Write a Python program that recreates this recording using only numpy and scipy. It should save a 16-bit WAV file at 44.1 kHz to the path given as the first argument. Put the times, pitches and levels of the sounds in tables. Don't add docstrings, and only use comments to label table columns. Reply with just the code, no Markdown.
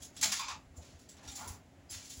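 import sys
import numpy as np
from scipy import signal
from scipy.fft import rfft, irfft, next_fast_len
from scipy.io import wavfile
from scipy.ndimage import map_coordinates

SR = 44100
rng = np.random.default_rng(int(sys.argv[2]) if len(sys.argv) > 2 else 0)


def boost(x):
    u = np.asarray(x, float) / 20
    return 10 ** u


def master(y):
    cut = np.clip(np.atleast_2d(y).T, -1, 1)
    pcm = np.round(cut * 32767)
    wavfile.write(sys.argv[1], SR, pcm.astype(np.int16))


N = 97020


def unit(x):
    return x / np.sqrt(np.mean(x ** 2) + 1e-20)


def along(points, hz):
    f, v = np.transpose(points)
    return np.interp(np.log(hz + 1), np.log(f + 1), v)


def wobble(rate, size):
    knots = rng.standard_normal(int(size * rate / SR) + 4)
    return map_coordinates(knots, [np.arange(size) * rate / SR])


def filtered(x, response):
    m = next_fast_len(len(x) + 4096)
    return irfft(rfft(x, m) * response(np.fft.rfftfreq(m, 1 / SR)), m)[:len(x)]


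def peak(f, hz, width_hz):
    return 1j * f * width_hz / (hz * hz - f * f + 1j * f * width_hz)


def steadied(x, share):
    envelope = np.abs(signal.hilbert(unit(x)))
    return unit(unit(x) / (envelope + 0.083) ** share)


def add(track, s, sound):
    track[round(s * SR):][:len(sound)] += sound


def swell(t, rise_s, t60):
    fade_bend = 1.2
    fade_db = -60 * (np.clip(t - rise_s, 0, None) / t60) ** fade_bend
    return np.clip(t / rise_s, 0, 1) * boost(fade_db)


def grit(size):
    grains_per_s, spread_db, smooth_share, chatter_db = 9000, 1.5, 0.5, 1.2
    slip, size_draw, smooth = rng.standard_normal((3, size))
    struck = rng.random(size) < grains_per_s / SR
    grains = struck * slip * boost(spread_db * size_draw)
    mixed = (1 - smooth_share) * unit(grains) + smooth_share * smooth
    return mixed * boost(chatter_db * wobble(98.3, size))


def free_swings(blows, rise_s):
    out, t = np.zeros(N + SR), np.arange(SR // 2) / SR
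    for s, db, t60, hz in blows:
        add(out, s, boost(db) * swell(t, rise_s, t60) * np.sin(2 * np.pi * hz * t))
    return out[:N]


def drive():
    # (frequency [Hz], density [dB per Hz])
    rumble_spectrum = [(15, -18), (35, -11), (81, 2.5), (277, -9), (476, -12.5), (694, -11), (1110, -20),
                       (2150, -20), (7000, -42), (9100, -40), (15400, -120)]
    # (pitch [Hz], width [Hz], level [dB])
    drones = [(85, 15, -71.5), (202, 93, -76.5), (269.3, 24, -69.5), (347, 39, -79), (623, 280, -78.5)]
    rumble_db, rumble_sway_db, hiss_db = -61.5, 1, -72
    drone_sway_db, drone_steady = 1.5, 0.5
    rumble = unit(filtered(rng.standard_normal(N), lambda f: boost(along(rumble_spectrum, f))))
    out = rumble * boost(rumble_db + rumble_sway_db * wobble(6.62, N))
    for hz, width_hz, db in drones:
        drone = filtered(rng.standard_normal(N), lambda f: peak(f, hz, width_hz) ** 2)
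        out += boost(db + drone_sway_db * wobble(10.06, N)) * steadied(drone, drone_steady)
    return out + boost(hiss_db) * filtered(rng.standard_normal(N), lambda f: f > 2500)


def cabin(x):
    # (frequency [Hz], t60 [s])
    decay = [(200, 0.079), (1000, 0.17), (4000, 0.17), (8000, 0.1), (15000, 0.19)]
    turn_s = 0.03
    hz, t, z = signal.stft(rng.standard_normal((6, SR // 3)), SR, nperseg=256)
    tails = signal.istft(z * boost(-60 * t / along(decay, hz)[:, None]), SR, nperseg=256)[1]
    pose = np.arange(N) / SR / turn_s % len(tails)
    distance = [np.abs((pose - k + 3) % 6 - 3) for k in range(6)]
    shares = np.cos(np.pi / 2 * np.clip(distance, 0, 1))
    wet = signal.fftconvolve(x * shares, tails / np.linalg.norm(tails[0]), axes=1)
    return np.pad(wet.sum(0), (90, 0))[:N]


def thumps():
    # (time [s], level [dB], t60 [s], pitch [Hz])
    floor_blows = [(0., -58.5, 0.16, 75.2), (.58, -63, 0.15, 63), (.7, -51, 0.13, 70.6),
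                   (.774, -42, 0.12, 77), (1.258, -51, 0.1, 82), (1.281, -48, .15, 65),
                   (1.325, -50, 0.053, 81), (1.466, -46.5, 0.19, 85), (1.499, -43, 0.058, 63.4),
                   (1.534, -51, 0.082, 86.4), (1.953, -47, 0.13, 86), (2.172, -45.5, 0.39, 76),
                   (.31, -60, 0.074, 60), (.52, -55, 0.14, 75.5), (.665, -54, .08, 55),
                   (.8, -56, 0.073, 170), (.94, -52, 0.14, 87), (1.42, -56, .1, 80), (1.915, -50, .08, 71),
                   (.56, -59, .1, 158), (.13, -57, .12, 81), (.245, -57, .1, 80), (.45, -59, 0.11, 60),
                   (.62, -57, .1, 60), (1.86, -59, .1, 80), (1.59, -61, .1, 150), (.24, -56, .15, 230),
                   (.275, -56, .15, 205), (1.63, -62, .12, 265)]
    return free_swings(floor_blows, rise_s=0.01)


def taps():
    # (time [s], level [dB], t60 [s], pitch [Hz])
    small_blows = [(.227, -45.5, 0.13, 874), (.394, -40.5, 0.086, 1071), (.483, -38.5, 0.046, 1060),
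                   (.482, -42, 0.04, 6040), (1.405, -50.5, 0.094, 1140), (1.41, -50, 0.14, 859),
                   (1.892, -55, 0.16, 5000), (.422, -48, 0.063, 2460), (.44, -55, 0.13, 4200),
                   (.5, -53, 0.14, 4600), (.325, -47, .08, 1100), (.33, -48, .08, 1720),
                   (.42, -50, .25, 900), (1.28, -58, .08, 1400), (1.315, -60, .2, 800)]
    return free_swings(small_blows, rise_s=0.0023)


def tube():
    # (time [s], level [dB], fade t60 [s], pitch [Hz], overtone slope [dB per step])
    hollow = [
        (.32, -45.5, 0.57, 1117, 0.5),
        (.392, -42.5, 0.35, 1213, -2.1),
        (.481, -46.5, 0.42, 1250, -2.5),
        (1.19, -63, 1, 794, -4.5),
        (1.375, -59, 0.43, 890, -9.5),
        (1.375, -60, 0.67, 1114, -8),
        (1.412, -54, 0.36, 873, -8),
    ]
    rise_s, width_hz = 0.0031, 490
    open_hz = 1480
    sag = 0.08
    out, t = np.zeros(N + SR), np.arange(SR // 2) / SR
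    for s, db, t60, hz, step_db in hollow:
        def modes(f):
            total = 0
            for k in range(1, 7):
                mode_hz = (k - sag * (k == 1)) * hz
                total = total + boost(step_db * (k - 1)) * peak(f, mode_hz, width_hz) ** 2
            return total / (1 + (hz > 1000) * (open_hz / (f + 1)) ** 2)
        add(out, s, boost(db) * swell(t, rise_s, t60) * unit(filtered(grit(len(t)), modes)))
    return out[:N]


def rings():
    # (time [s], level [dB], fade t60 [s],
    # pitch [Hz], width [Hz])
    panel_modes = [(.16, -65.5, 0.67, 253, 80), (.235, -54.5, 0.44, 196, 70), (.25, -57.5, 0.28, 270, 61),
                   (0.37, -63, 0.18, 260, 56), (.395, -50, 0.52, 946, 170), (.49, -50, 0.5, 900, 160),
                   (0.489, -59, 0.54, 1120, 110), (.765, -61, 0.19, 7120, 900),
                   (.78, -60.5, 0.28, 600, 270), (1.09, -56, 0.17, 7740, 270), (1.24, -62, 0.85, 251, 100),
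                   (1.277, -50, 0.072, 5700, 230), (1.354, -59, .1, 5000, 1200),
                   (1.32, -58, 0.61, 7360, 530), (1.4, -59.5, 0.72, 230, 44), (1.45, -61, 0.49, 423, 75),
                   (1.476, -54, 0.11, 8900, 620), (1.476, -45.5, 0.056, 10400, 680),
                   (1.235, -64, .8, 830, 119), (1.896, -52.5, 0.13, 7440, 300),
                   (1.905, -47.5, 0.11, 10800, 297), (.228, -33, 0.08, 6300, 1900),
                   (1.94, -72, 0.073, 6300, 900), (2.11, -58.5, 0.096, 3300, 400),
                   (0.016, -58.5, 0.13, 10100, 300), (0.028, -60, 0.14, 7250, 300),
                   (0.032, -55, 0.18, 6600, 400), (.02, -59, .1, 3300, 440),
                   (.164, -59.5, 0.17, 10700, 270), (.164, -54.5, .12, 7700, 300),
                   (.172, -58.5, 0.24, 5600, 300), (.165, -57.5, 0.18, 3500, 670),
                   (.393, -50, 0.093, 4750, 260), (0.3, -55, 0.11, 3600, 260), (0.36, -50, .1, 6600, 300),
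                   (1.277, -55.5, .2, 3700, 330), (1.362, -54.5, .2, 7000, 600),
                   (1.385, -64, 0.56, 2090, 230), (1.405, -59.5, 0.46, 1390, 150),
                   (.24, -42, 0.23, 7200, 660),
                   (.19, -59.5, 0.25, 200, 70), (.245, -54, 0.28, 663, 160), (.394, -52, 0.44, 1145, 180),
                  (.485, -50, 0.54, 1145, 204), (.226, -43, .15, 2250, 600), (1.41, -56.5, 0.62, 1042, 320),
                  (1.38, -59, 0.81, 858, 143), (1.36, -58, .6, 15000, 1500), (1.45, -56, 0.36, 15000, 1500),
                  (.215, -42, .12, 12000, 2400), (1.354, -47, .04, 6200, 2900), (1.5, -64, .3, 403, 55),
                  (0.76, -64, 0.26, 226, 60), (.6, -70, .9, 14500, 2000)]
    rise_s, steady = 0.0034, 0.63
    out, t = np.zeros(N + SR), np.arange(SR // 2) / SR
    for s, db, t60, hz, width_hz in panel_modes:
        ring = filtered(grit(len(t)), lambda f: peak(f, hz, width_hz) ** 2)
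        add(out, s, boost(db) * swell(t, rise_s, t60) * steadied(ring, steady))
    return out[:N]


def scrapes():
    # (time [s], rise [s], level [dB], fade t60 [s], brightness [dB per octave])
    strokes = [(.012, 0.023, -45, 0.18, 4.5), (0.163, 0.0036, -50, 0.43, -0.5),
               (0.21, 0.0046, -31.5, 0.14, 3), (.223, 0.0061, -26.5, 0.24, 0), (.262, .015, -40, 0.22, -2),
               (.316, 0.0041, -32.5, 0.34, -1.5), (0.391, 0.0028, -39, 0.12, 6),
               (0.48, 0.003, -45, 0.28, -4.5), (.752, .026, -55.5, 0.12, 5.5),
               (0.804, 0.026, -60, 0.33, -3), (.845, 0.0043, -60.5, 0.89, -1),
               (0.988, 0.0066, -58.5, 0.3, 3.5), (1.087, 0.004, -51.5, 0.23, 2),
               (1.167, 0.002, -59.5, 0.31, -4), (1.228, 0.0064, -57.5, 0.92, -2),
               (1.274, 0.0035, -46.5, 0.25, 0.5), (1.314, 0.0026, -49, 0.15, 1),
               (1.352, 0.0024, -43.5, 0.59, 4), (1.473, 0.004, -41.5, 0.31, 7),
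               (1.895, 0.015, -43, 0.28, 3.5), (1.912, 0.018, -44.5, 0.48, 0.5),
               (2.031, 0.019, -50, 0.92, 2.5), (2.094, 0.006, -44, 0.36, 3.5),
               (2.15, 0.029, -48.5, 0.46, 8), (0., 0.0082, -58.5, 0.23, -0.5),
               (.125, 0.035, -60.5, .4, -0.5), (.32, .003, -33, .06, 0.5), (1.378, .004, -59, 0.65, -7),
               (.56, .02, -64, .5, 6), (1.94, .004, -50, .08, -2), (1.408, 0.0036, -56, 0.23, 2)]
    # (frequency [Hz], level [dB])
    grit_spectrum = [(300, -67), (600, -18.5), (900, -10), (2000, -5), (4000, -1), (6000, 2), (9000, -0.5),
                     (16000, -3)]
    dull_hz, dull_db_per_s = 7260, 71
    out, t = np.zeros(N + SR), np.arange(SR // 2) / SR
    for s, rise_s, db, t60, tilt_db in strokes:
        def colour(f):
            octaves = np.log2(np.clip(f, 500, 12000) / 6000)
            return boost(along(grit_spectrum, f) + tilt_db * octaves)
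        rub = unit(filtered(grit(len(t)), colour))
        treble = filtered(rub, lambda f: 1 / (1 + (dull_hz / (f + 1)) ** 4))
        dulled = rub - treble * (1 - boost(-dull_db_per_s * t))
        add(out, s, boost(db) * swell(t, rise_s, t60) * dulled)
    return out[:N]


def scene():
    # (time [s], t60 [s], free again [s])
    settles = [
        (.54, .3, .745),
        (1.545, .35, 1.88),
    ]
    cabin_db = -7.5
    duck_from_s, duck_to_s, duck_db, duck_ease_s = 0.2, 0.56, -3, 0.04
    t = np.arange(N) / SR
    damping_db = np.zeros(N)
    for s, t60, free_s in settles:
        damping_db += -60 * np.clip(t - s, 0, None) / t60 * (t < free_s)
    near = boost(damping_db) * (taps() + tube() + rings() + scrapes())
    inside_s = np.minimum(t - duck_from_s, duck_to_s - t)
    duck = boost(duck_db * np.clip(inside_s / duck_ease_s, 0, 1))
    return (duck * drive() + thumps() + near + boost(cabin_db) * cabin(near))[None]


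def roll_off(x):
    return signal.sosfilt(signal.butter(12, 17040, fs=SR, output="sos"), x)


def record(dry):
    # (frequency [Hz], gain [dB])
    microphone = [(6000, 1), (7400, 4.5), (8100, -5), (9200, -10.5), (10500, -0.5), (11900, -12.5),
                  (13500, -20.5), (15100, -5.5)]
    preamp_db, top_hz, above_top_db = -89, 15830, -70
    heard = filtered(dry[0], lambda f: boost(along(microphone, f)))
    heard = heard + boost(preamp_db) * rng.standard_normal(N)
    mix = filtered(heard, lambda f: boost(above_top_db * (f > top_hz)))[None]
    return roll_off(mix)


dry = scene()
out = record(dry)
master(out)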